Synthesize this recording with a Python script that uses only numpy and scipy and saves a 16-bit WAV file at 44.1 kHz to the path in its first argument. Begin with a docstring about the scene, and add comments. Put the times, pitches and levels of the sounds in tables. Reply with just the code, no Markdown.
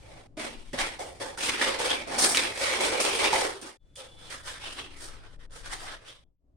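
"""In a hard, echoing room, a trowel scrapes gritty mortar round a big metal bowl, then round a small dish.
Random ticks, like sand grains crushed under the blade, are coloured into a thud, boom, rasp and fizz.
Now and then steel clinks on steel: a noise crack, ringing tones and an echo tail.
Filtered noise makes the dull room tone and low rumble; chopped sine tones make a thin, far chirp.
Scraping, clinks and room tone share two brief fades to silence and back."""
import sys
import numpy as np
from scipy import signal
from scipy.fft import rfft, irfft, next_fast_len
from scipy.io import wavfile
from scipy.ndimage import uniform_filter1d, map_coordinates

SR = 44100
rng = np.random.default_rng(int(sys.argv[2]) if len(sys.argv) > 2 else 0)


def ratio(d):
    """dB to gain"""
    e = np.asarray(d, float) / 20
    return 10 ** e


def to_wav(s):
    """Save 16-bit WAV."""
    ch = np.atleast_2d(s).T  # columns
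    pcm = np.round(np.clip(ch, -1, 1) * 32767)  # PCM
    wavfile.write(sys.argv[1], SR, pcm.astype(np.int16))


N = 289296  # length in samples

# Pushes of the blade through the mortar. Each row: start in seconds, rise in seconds, hold in seconds,
# scrape level in dB, boom in dB relative to the scrape, fizz in dB relative to the scrape.
PUSHES = [ (0, 0.078, 0.12, -59.5, 3.5, -6.5), (0.37, 0.035, .03, -40.5, -3, -6),
          (0.575, .02, 0.13, -63.5, -14, -3.5), (0.733, 0.0015, 0.063, -43.5, 2, -7),
          (0.784, 0.009, .002, -30.5, -9, -7.5), (0.989, 0.0044, 0.037, -48, 6.5, -1),
          (1.13, 0.025, .05, -64.5, -5, 0.5), (1.2, 0.016, 0.0022, -40.5, 2.5, -3.5),
          (1.373, 0.0029, 0.00223, -45.5, 0, 0.5), (1.385, .05, .03, -34.5, -9, -1.5),
          (1.486, 0.0059, .002, -32, -10, -12), (1.562, 0.011, .02, -37.5, -10, -15.5),
          (1.579, 0.049, 0.015, -30, -7, -8), (1.641, 0.033, .005, -32.5, -2, -9),
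          (1.787, .01, 0.067, -35, 0, -4), (1.878, .025, 0.0022, -30, -7.5, -11.5),
          (2.071, .003, .02, -49, 7, -3), (2.096, 0.032, 0.071, -38.5, 0, -6),
          (2.181, .006, 0.036, -37.5, -0.5, 10.5), (2.207, 0.034, .015, -32.5, -2, 7),
          (2.344, 0.0057, 0.0014, -31.5, -26, 0), (2.37, 0.0075, .002, -27.5, -10.5, -10),
          (2.437, .015, .01, -41, 0, -9), (2.512, 0.029, .04, -44, -4, -3.5),
          (2.576, .016, 0.065, -37.5, 0.5, -1.5), (2.612, 0.06, 0.0016, -30, -9.5, -9),
          (2.711, .022, 0.0022, -32, -2.5, -7), (2.802, 0.0059, 0.05, -32, -0.5, -2.5),
          (2.902, 0.03, 0.052, -35, 1.5, -8.5), (3, 0.0036, 0.02, -34.5, -1, 3.5),
          (3.04, .01, .035, -33.5, -3.5, -9), (3.108, .03, 0.085, -34.5, -3.5, -3.5),
          (3.188, 0.049, 0.012, -27.5, -3.5, -9.5), (3.324, 0.0042, 0.025, -32, 1.5, -4.5),
          (3.359, 0.045, 0.0041, -34, 1, -2), (3.443, 0.016, .002, -44.5, 2.5, -9),
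          (3.613, 0.0021, 0.00397, -56, -6.5, 6), (3.625, 0.024, .002, -48.5, -2, -4.5),
          (3.952, 0.0017, 0.0046, -60, -15, 11.5), (3.969, 0.038, .002, -49.5, 0.5, -6.5),
          (4.094, .02, 0.036, -68, 4, -1), (4.17, .025, .002, -56.5, -5, -4.5),
          (4.215, 0.025, .045, -54, -5, -5.5), (4.297, 0.0075, 0.026, -43.5, -9.5, -4),
          (4.434, 0.027, .015, -47, -7, -1), (4.47, 0.011, .002, -42, -11.5, -5),
          (4.53, .01, 0.026, -49.5, -12, -8), (4.593, 0.044, 0.035, -42.5, -9.5, -9),
          (4.702, 0.026, .01, -46, -10, -4), (4.767, 0.023, .002, -41, -9, -11),
          (4.9, .01, 0.091, -56.5, -9, -9), (4.965, 0.076, .002, -51.5, -4, 5),
          (5.08, 0.0244, .002, -51.5, -7, -13), (5.156, 0.019, 0.11, -59.5, -4, -13),
          (5.286, .02, 0.043, -68.5, -2, -5.5), (5.381, 0.034, 0.018, -60.5, -5, -10.5),
          (5.507, 0.055, 0.018, -53, -4, -0.5), (5.634, .034, .002, -44.5, -9.5, -6.5),
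          (5.697, 0.035, .002, -41.5, -7.5, -2.5), (5.808, .01, 0.041, -49.5, -2.5, -2.5),
          (5.854, 0.039, .002, -41.5, -8.5, -11.5), (6.004, 0.018, 0.032, -72.5, 7, -1),
          (6.046, 0.036, .002, -49.5, -10, -7.5)]
# Where the blade's place moves the rings. Each row: time in seconds, bowl note in Hz, blade note in Hz.
MOVING_NOTES = [(0, 360, 2500), (.1, 660, 2080), (.47, 675, 2300), (.51, 350, 2500), (.72, 427, 3170),
                (.74, 580, 1900), (.8, 790, 2000), (.99, 800, 2100), (1.05, 673, 2000), (1.19, 725, 2150),
                (1.21, 530, 1800), (1.37, 524, 1450), (1.41, 554, 2800), (1.49, 550, 2500),
                (1.51, 365, 2300), (1.67, 540, 2030), (1.84, 495, 2000), (1.91, 450, 2800),
                (2.17, 785, 1620), (2.34, 710, 1837), (2.38, 348, 2240), (2.7, 546, 2040),
                (2.82, 365, 2160), (3.0, 570, 2300), (3.02, 407, 2600), (3.32, 405, 2350),
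                (3.34, 950, 2250), (3.42, 464, 2080), (3.65, 346, 1408), (3.96, 542, 3160),
                (4.29, 455, 3300), (4.3, 480, 1820), (4.47, 590, 1500), (4.6, 418, 1910), (4.63, 925, 2800),
                (4.73, 415, 2850), (4.9, 365, 2800), (5.04, 420, 1550), (5.68, 490, 1600),
                (5.73, 780, 1850), (5.9, 780, 1560), (6.04, 540, 1960), (6.08, 530, 3460)]
# Thud through the counter. Each row: time in seconds, level in dB relative to the scrape.
THUD_LEVEL = [(0, -5.5), (.4, -10.5), (.75, -0.5), (.8, -17.5), (1.2, -11.5), (1.45, -15.5), (1.52, -14),
              (1.9, -20), (2.1, -5.5), (2.35, -13), (2.7, -27), (2.82, -14), (3.3, -23.5), (3.5, -16),
              (3.6, -24), (3.63, 2), (3.72, -17), (3.99, -33), (4.2, -14), (4.5, -28), (4.9, -9.5),
              (5.6, -17.5), (6.1, -24.5)]
# Times when the scraping sound sinks abruptly. Each row: start in seconds, end in seconds, depth in dB.
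SCRAPE_GAPS = [(.272, 0.36, 60), (3.772, 3.957, 61.5), (5.364, 5.391, 10), (5.465, 5.496, 22),
               (6.24, 6.595, 60)]
# Colours of the four scraping layers. Each row: pitch in Hz, strength in dB per Hz.
THUD_COLOUR = [(88, -35.5), (150, -6.5), (199, -8.5), (264, 2.5), (312, 1), (380, -7), (490, -39),
               (840, -120)]
BOOM_COLOUR = [(190, -42.5), (320, -5), (539, 2), (706, -1), (878, 1), (981, -7.5), (1300, -15),
               (1690, -46), (2860, -120)]
RASP_COLOUR = [(530, -41.5), (900, -19.5), (979, -2.5), (1360, -2.5), (2270, -3), (2710, -4), (3330, -1),
               (5600, -14), (7280, -34.5), (12300, -120)]
FIZZ_COLOUR = [(2650, -22), (4500, -1.5), (5620, 0), (7070, -2), (9020, 3.5), (9410, 2), (10900, -11.5),
               (15100, -25), (16000, -22.5)]
# Fixed rings of the mortar-damped bowl. Each row: pitch in Hz, width in Hz, lift in dB.
BOWL_RINGS = [(230, 15, 6), (387, 60, 3), (535, 25, 5), (780, 40, 3), (897, 25, 5), (2290, 90, 2),
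              (3410, 60, 1.5)]
# Fixed rings of the small dish, used after the first fade. Each row: pitch in Hz, width in Hz, lift in dB.
DISH_RINGS = [(1290, 40, 4), (1550, 30, 3), (1850, 45, 3), (3030, 55, 3), (3700, 40, 2)]
# How alike left and right are. Each row: pitch in Hz, likeness from 0 to 1.
LEFT_RIGHT_LIKENESS = [(30, .75), (60, .85), (120, .95), (190, .9), (300, .4), (1000, .08), (8000, .08)]
# Rumble levels. Each row: time in seconds, deep buffet in dB, hum in dB.
RUMBLE_LEVELS = [(0.0, -48, -56), (0.09, -54, -55.5), (0.11, -56, -54.5), (0.55, -50, -58.5),
                 (0.62, -44, -60), (0.78, -44.5, -52), (0.84, -41.5, -56), (1.09, -66, -56),
                 (1.2, -55.5, -53.5), (3.49, -59, -55.5), (3.69, -72, -66), (3.76, -79, -84),
                 (3.85, -58, -63.5), (4.29, -51.5, -56.5), (5.85, -46, -59), (6.27, -65.5, -67.5),
                 (6.34, -76.5, -83.5), (6.56, -63, -63)]
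# Colours of the deep buffet and the hum. Each row: pitch in Hz, strength in dB per Hz.
BUFFET_COLOUR = [(7.1, -24.5), (12, 11.5), (31, 2), (60, -13), (78, -34.5), (130, -120)]
HUM_COLOUR = [(29, -32), (50, -4), (75, -9), (103, -8), (200, -20), (260, -41), (440, -120)]
# Room tone, heard in the pauses. Each row: time in seconds, level in dB.
AIR_LEVEL = [(0, -68.5), (.4, -63), (3.7, -71), (3.95, -68.5), (5.5, -67), (6.2, -76.5), (6.56, -74)]
# Colour of the room tone. Each row: pitch in Hz, strength in dB per Hz.
AIR_TINT = [(150, -28), (260, -3.5), (486, -16.5), (560, -11.5), (714, -20.5), (1300, -31.5), (1690, -56.5),
            (2860, -120)]
# Faint hiss of the microphones. Each row: time in seconds, level in dB.
HISS_LEVEL = [(0, -61), (.4, -88), (3.8, -79.5), (3.95, -76), (6.2, -103), (6.56, -95)]
# Colour of the hiss. Each row: pitch in Hz, strength in dB per Hz.
HISS_TINT = [(760, -30), (1300, 0), (1410, 1), (5970, -6.5), (8990, -8), (12000, -19), (15600, -49),
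             (22000, -120)]
# Steel contacts. Each row: time in seconds, crack peak in dB, favoured pitch in Hz,
# ring in dB relative to the crack.
STEEL_CONTACTS = [(0.372, -50, 305, 12), (0.376, -53.5, 640, 16), (0.4, -47.5, 232, 3.5),
                  (0.73, -48.5, 155, 12), (0.732, -30, 1940, -4), (0.789, -17.5, 1993, -1.5),
                  (0.814, -21.5, 725, -8), (0.996, -35, 725, 4.5), (1.212, -46.5, 540, 10),
                  (1.376, -31.5, 1430, -1), (1.495, -13, 2345, -9.5), (1.614, -25, 1870, 10.5),
                  (1.681, -25, 2130, -9.5), (1.802, -20.5, 810, -4), (1.905, -15, 3380, -5.5),
                  (2.182, -23, 830, -15.5), (2.348, -17, 2970, -1.5), (2.361, -13.5, 3130, -10.5),
                  (2.372, -5.5, 4000, -9.5), (3.051, -14.5, 880, -10), (3.243, -13, 2320, -6.5),
                  (3.258, -24, 2567, 1.5), (3.331, -19, 882, 3.5), (3.354, -18, 858, -1.5),
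                  (3.615, -41, 8870, 5), (3.956, -49, 8900, 5), (3.96, -41, 3420, 0),
                  (3.983, -56, 540, 12.5), (4.8, -34, 3010, 3), (6.085, -42, 3400, 0.5)]
# Modes a steel contact can ring. Each row: pitch in Hz, time to die by 60 dB in seconds.
STEEL_MODES = [(155, .08), (232, 0.57), (305, 0.35), (540, 0.17), (640, 0.35), (725, .06), (885, 0.064),
               (1430, 0.046), (1840, 0.075), (1960, .035), (2134, .05), (2325, 0.0461), (2580, .055),
               (3010, .035), (3400, 0.079), (4000, 0.045), (8900, 0.038)]
# How long the room echoes. Each row: pitch in Hz, time to die by 60 dB in seconds.
ECHO_TIMES = [(200, .36), (2000, .32), (10000, .22)]
# Dips to silence. Each row: quietest moment in seconds, fade-out in seconds, fade-in in seconds.
DIPS = [(3.79, .06, .08), (6.377, .1, .1)]
# Level of the far chirp. Each row: time in seconds, level in dB.
CHIRP_LEVEL = [(3.795, -83), (3.95, -74), (3.96, -59), (4.1, -60), (4.2, -57), (4.33, -57), (4.45, -61)]
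# Tones that make up the chirp. Each row: pitch in Hz, strength in dB.
CHIRP_TONES = [(3050, -15), (3455, 0), (3890, -15), (4330, -19)]


def unit(x):
    """Scale a sound to an average (rms) strength of 1."""
    return x / np.sqrt(np.mean(x ** 2) + 1e-20)


def along(points, hz):
    """Read a table of (Hz, value) points on a log pitch axis."""
    f, v = np.transpose(points)
    return np.interp(np.log(hz + 1), np.log(f + 1), v)


def curves(rows):
    """Turn each column after the time into one value per sample."""
    s, *columns = np.transpose(rows)
    return [np.interp(np.arange(N) / SR, s, column) for column in columns]


def wobble(rate):
    """A smooth random curve with rate knots a second."""
    knots = rng.standard_normal(int(N * rate / SR) + 4)
    return map_coordinates(knots, [np.arange(N) * rate / SR])


def filtered(x, response):
    """Multiply the spectrum of x by a response that depends on pitch."""
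    m = next_fast_len(N + SR // 2)
    return irfft(rfft(x, m) * response(np.fft.rfftfreq(m, 1 / SR)), m)[..., :N]


def spread(pair, colour):
    """Colour two unrelated signals and mix them to left and right, as alike as the table says."""
    def response(hz):
        angle = np.arccos(np.clip(along(LEFT_RIGHT_LIKENESS, hz), -1, 1)) / 2
        return ratio(along(colour, hz)) * [np.cos(angle), np.sin(angle)]

    mid, side = filtered(pair, response)
    return np.array([mid + side, mid - side])


def grit(spike_db, clump_db):
    """Sand crushed in clumps: dense ticks of uneven size, each smeared in time by the near walls."""
    spikes = spike_db * np.minimum(rng.exponential(size=(2, N)), 5)
    clumps = clump_db * (wobble(35) + wobble(130))
    ticks = ratio(spikes + clumps) * rng.standard_normal((2, N))
    t = np.arange(SR // 50) / SR
    walls = ratio(-60 * t / .008) * rng.standard_normal((2, SR // 50))
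    walls[:, 0] = 6  # the direct sound
    smear = np.exp(1j * np.angle(rfft(walls, N)))  # keeps the delays, not the colour
    return unit(irfft(smear * rfft(ticks), N))


def ring_lift(rings, hz):
    """Add up the lift of fixed rings, each a rounded peak in the spectrum."""
    return sum(db / (1 + ((hz - centre) / width) ** 2) for centre, width, db in rings)


def ringing(x, note_hz, width, lift_db, patchy_db, size):
    """Lift the vessel's fixed rings and one ring that moves with the blade; evened to rms 1 over time."""
    overlap = size * 3 // 4
    hz, t, z = signal.stft(x, SR, nperseg=size, noverlap=overlap)
    note = note_hz[np.minimum((t * SR).astype(int), N - 1)]
    bowl, dish = ring_lift(BOWL_RINGS, hz), ring_lift(DISH_RINGS, hz)
    fixed = np.where(t < DIPS[0][0], bowl[:, None], dish[:, None])
    moving = lift_db / (1 + ((hz[:, None] - note) / (width * note)) ** 2)
    # random patches of loud and soft across pitch and time
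    patches = uniform_filter1d(rng.standard_normal(moving.shape), size=5, axis=0)
    patches = uniform_filter1d(patches, size=8, axis=1)
    shaped = z * ratio(fixed + moving + patchy_db * unit(patches))
    y = signal.istft(shaped, nperseg=size, noverlap=overlap)[1][:, :N]
    power = np.abs(uniform_filter1d(np.mean(y, 0) ** 2, size=SR // 10))
    return y / np.sqrt(power + 1e-12)


def pushes(fall_bowl, fall_dish, share_db, gap_share):
    """Envelope of one layer: every push bites, rises, holds and dies (falls in dB/s); powers add."""
    steepen = 140  # the fall quickens by twice this many dB per second each second
    t, power = np.arange(0, N, 32) / SR, 0
    for (s, rise, hold, db, *_), more_db in zip(PUSHES, share_db):
        in_bowl = s < DIPS[0][0]
        fall = fall_bowl if in_bowl else fall_dish
        bite_db = 10.5 if in_bowl else 13  # a push starts this far under its peak
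        after = np.maximum(t - s - rise - hold, 0)
        rise_db = -bite_db * np.clip(1 - (t - s) / rise, 0, 1)
        fall_db = -(fall + steepen * after) * after
        power = power + (t >= s) * ratio(2 * (db + more_db + rise_db + fall_db))
    lost_db = sum(depth * (t > a) * (t < b) for a, b, depth in SCRAPE_GAPS)
    level = uniform_filter1d(np.sqrt(power) * ratio(-gap_share * lost_db), size=3)
    return np.interp(np.arange(N) / SR, t, level)


def trowel():
    """The same grit thuds through the counter, booms in the vessel, rasps on the blade, fizzes on top."""
    (bowl_hz, blade_hz), (thud_db,) = curves(MOVING_NOTES), curves(THUD_LEVEL)
    boom_db, fizz_db = np.transpose(PUSHES)[-2:]
    even_db = 0 * boom_db
    sand = grit(spike_db=2.8, clump_db=1.2)
    thud = ringing(spread(sand, THUD_COLOUR), bowl_hz, width=.1, lift_db=0, patchy_db=1, size=2048)
    boom = ringing(spread(sand, BOOM_COLOUR), bowl_hz, width=.08, lift_db=8, patchy_db=1.5, size=2048)
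    rasp = ringing(spread(sand, RASP_COLOUR), blade_hz, width=.2, lift_db=7, patchy_db=2.2, size=1024)
    fizz = ringing(spread(sand, FIZZ_COLOUR), blade_hz, width=.1, lift_db=0, patchy_db=1.6, size=512)
    # in the gaps the two low layers lose only a share of the depth
    thud = ratio(thud_db) * thud * pushes(75, 88.5, even_db, gap_share=0.24)
    boom = boom * pushes(83.5, 110, boom_db, gap_share=0.24)
    rasp = rasp * pushes(100, 139, even_db, gap_share=1)
    fizz = fizz * pushes(110, 151, fizz_db, gap_share=1)
    return fades() * (thud + boom + rasp + fizz)


def rumble():
    """A deep buffet in lumps, stronger on the left microphone, under a low hum of the building."""
    deep_db, hum_db = curves(RUMBLE_LEVELS)
    deep = unit(spread(rng.standard_normal((2, N)), BUFFET_COLOUR) * ratio([[3.2], [-3.2]]))
    hum = unit(spread(rng.standard_normal((2, N)), HUM_COLOUR))
    return ratio(deep_db + 1.8 * wobble(4)) * deep + ratio(hum_db + 0.75 * wobble(12)) * hum


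def room_tone():
    """Dull air of the room over a faint hiss: two coloured noises with slowly drawn levels."""
    air = unit(spread(rng.standard_normal((2, N)), AIR_TINT))
    hiss = unit(spread(rng.standard_normal((2, N)), HISS_TINT))
    return ratio(curves(AIR_LEVEL)[0]) * air + ratio(curves(HISS_LEVEL)[0]) * hiss


def room(x):
    """A fresh echo tail of noise, each frequency dying at its own speed."""
    hz, t, z = signal.stft(rng.standard_normal((2, SR // 3)), SR, nperseg=256)
    dying = ratio(-60 * t / along(ECHO_TIMES, hz)[:, None])
    tail = signal.istft(z * dying, SR, nperseg=256)[1]
    late = np.pad(x, (260, 0))  # the echo starts 260 samples later
    return signal.fftconvolve(late[None], tail / np.linalg.norm(tail[0]), axes=1)


def clinks():
    """A short crack, the steel modes nearest to the favoured pitch, and the room's answer."""
    out, t = np.zeros((2, N + SR)), np.arange(SR // 4) / SR
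    colour = signal.butter(3, [900, 8000], "bandpass", fs=SR)
    mode_hz, t60 = np.transpose(STEEL_MODES)[:, :, None]
    split = 0.026 * np.minimum(mode_hz / 900, 1) ** 2  # each mode is a close pair
    lower = np.sin(2 * np.pi * mode_hz * t * (1 - split))
    upper = np.sin(2 * np.pi * mode_hz * t * (1 + split))
    modes = (lower + upper) / 2 * ratio(-60 * t / t60)
    for s, db, hz, ring_db in STEEL_CONTACTS:
        burst = ratio(-60 * t / .009) * (rng.standard_normal((3, len(t))) + 4 * (t == 0))
        crack = signal.lfilter(*colour, burst)
        crack = crack[0] + 0.92 * crack[1:]  # each microphone hears it a little differently
        crack = crack / np.abs(crack.mean(0)).max()
        near = np.exp(-(np.log2(mode_hz / hz) / 0.1) ** 2)  # reach of 0.1 octave
        ring = (near * modes).sum(0) / near.sum()
        hit = ratio(db) * (crack + ratio(ring_db) * ring)
        sound = ratio(-9) * room(hit[0])
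        sound[:, :len(t)] += hit
        out[:, round(s * SR):][:, :sound.shape[1]] += sound
    return out[:, :N]


def fades():
    """A level curve that sinks to nothing and comes back at each dip."""
    t = np.arange(N) / SR
    dips = [np.clip(np.maximum((s - t) / out, (t - s) / back), 0, 1) for s, out, back in DIPS]
    return np.prod(dips, axis=0)


def chirp():
    """A thin sine tone with faint side tones, all wavering in pitch, chopped into uneven pips."""
    t = np.arange(N) / SR
    beat = np.sin(2 * np.pi * np.cumsum(34 + 12 * wobble(14)) / SR)  # about 34 pips a second
    pips = np.clip(.8 + .6 * beat, 0, 1) * (t > CHIRP_LEVEL[0][0]) * (t < CHIRP_LEVEL[-1][0])
    tone = 0
    for hz, db in CHIRP_TONES:
        tone = tone + ratio(db) * np.sin(2 * np.pi * np.cumsum(hz + 12 * wobble(30)) / SR)
    return ratio(curves(CHIRP_LEVEL)[0]) * np.sqrt(2) * pips * tone


def scene():
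    """Trowel work slightly to the right, over the background."""
    work = (trowel() + fades() * clinks()) * ratio([[-.4], [.4]])
    return work + rumble() + fades() * room_tone() + chirp()


def roll_off(x):
    """The treble ends steeply here."""
    return signal.sosfilt(signal.butter(12, 16470, fs=SR, output="sos"), x)


def record(dry):
    """Cut everything from 15850 Hz up and deliver the finished mix."""
    mix = filtered(dry, lambda hz: hz < 15850)
    return roll_off(mix)


dry = scene()
out = record(dry)
to_wav(out)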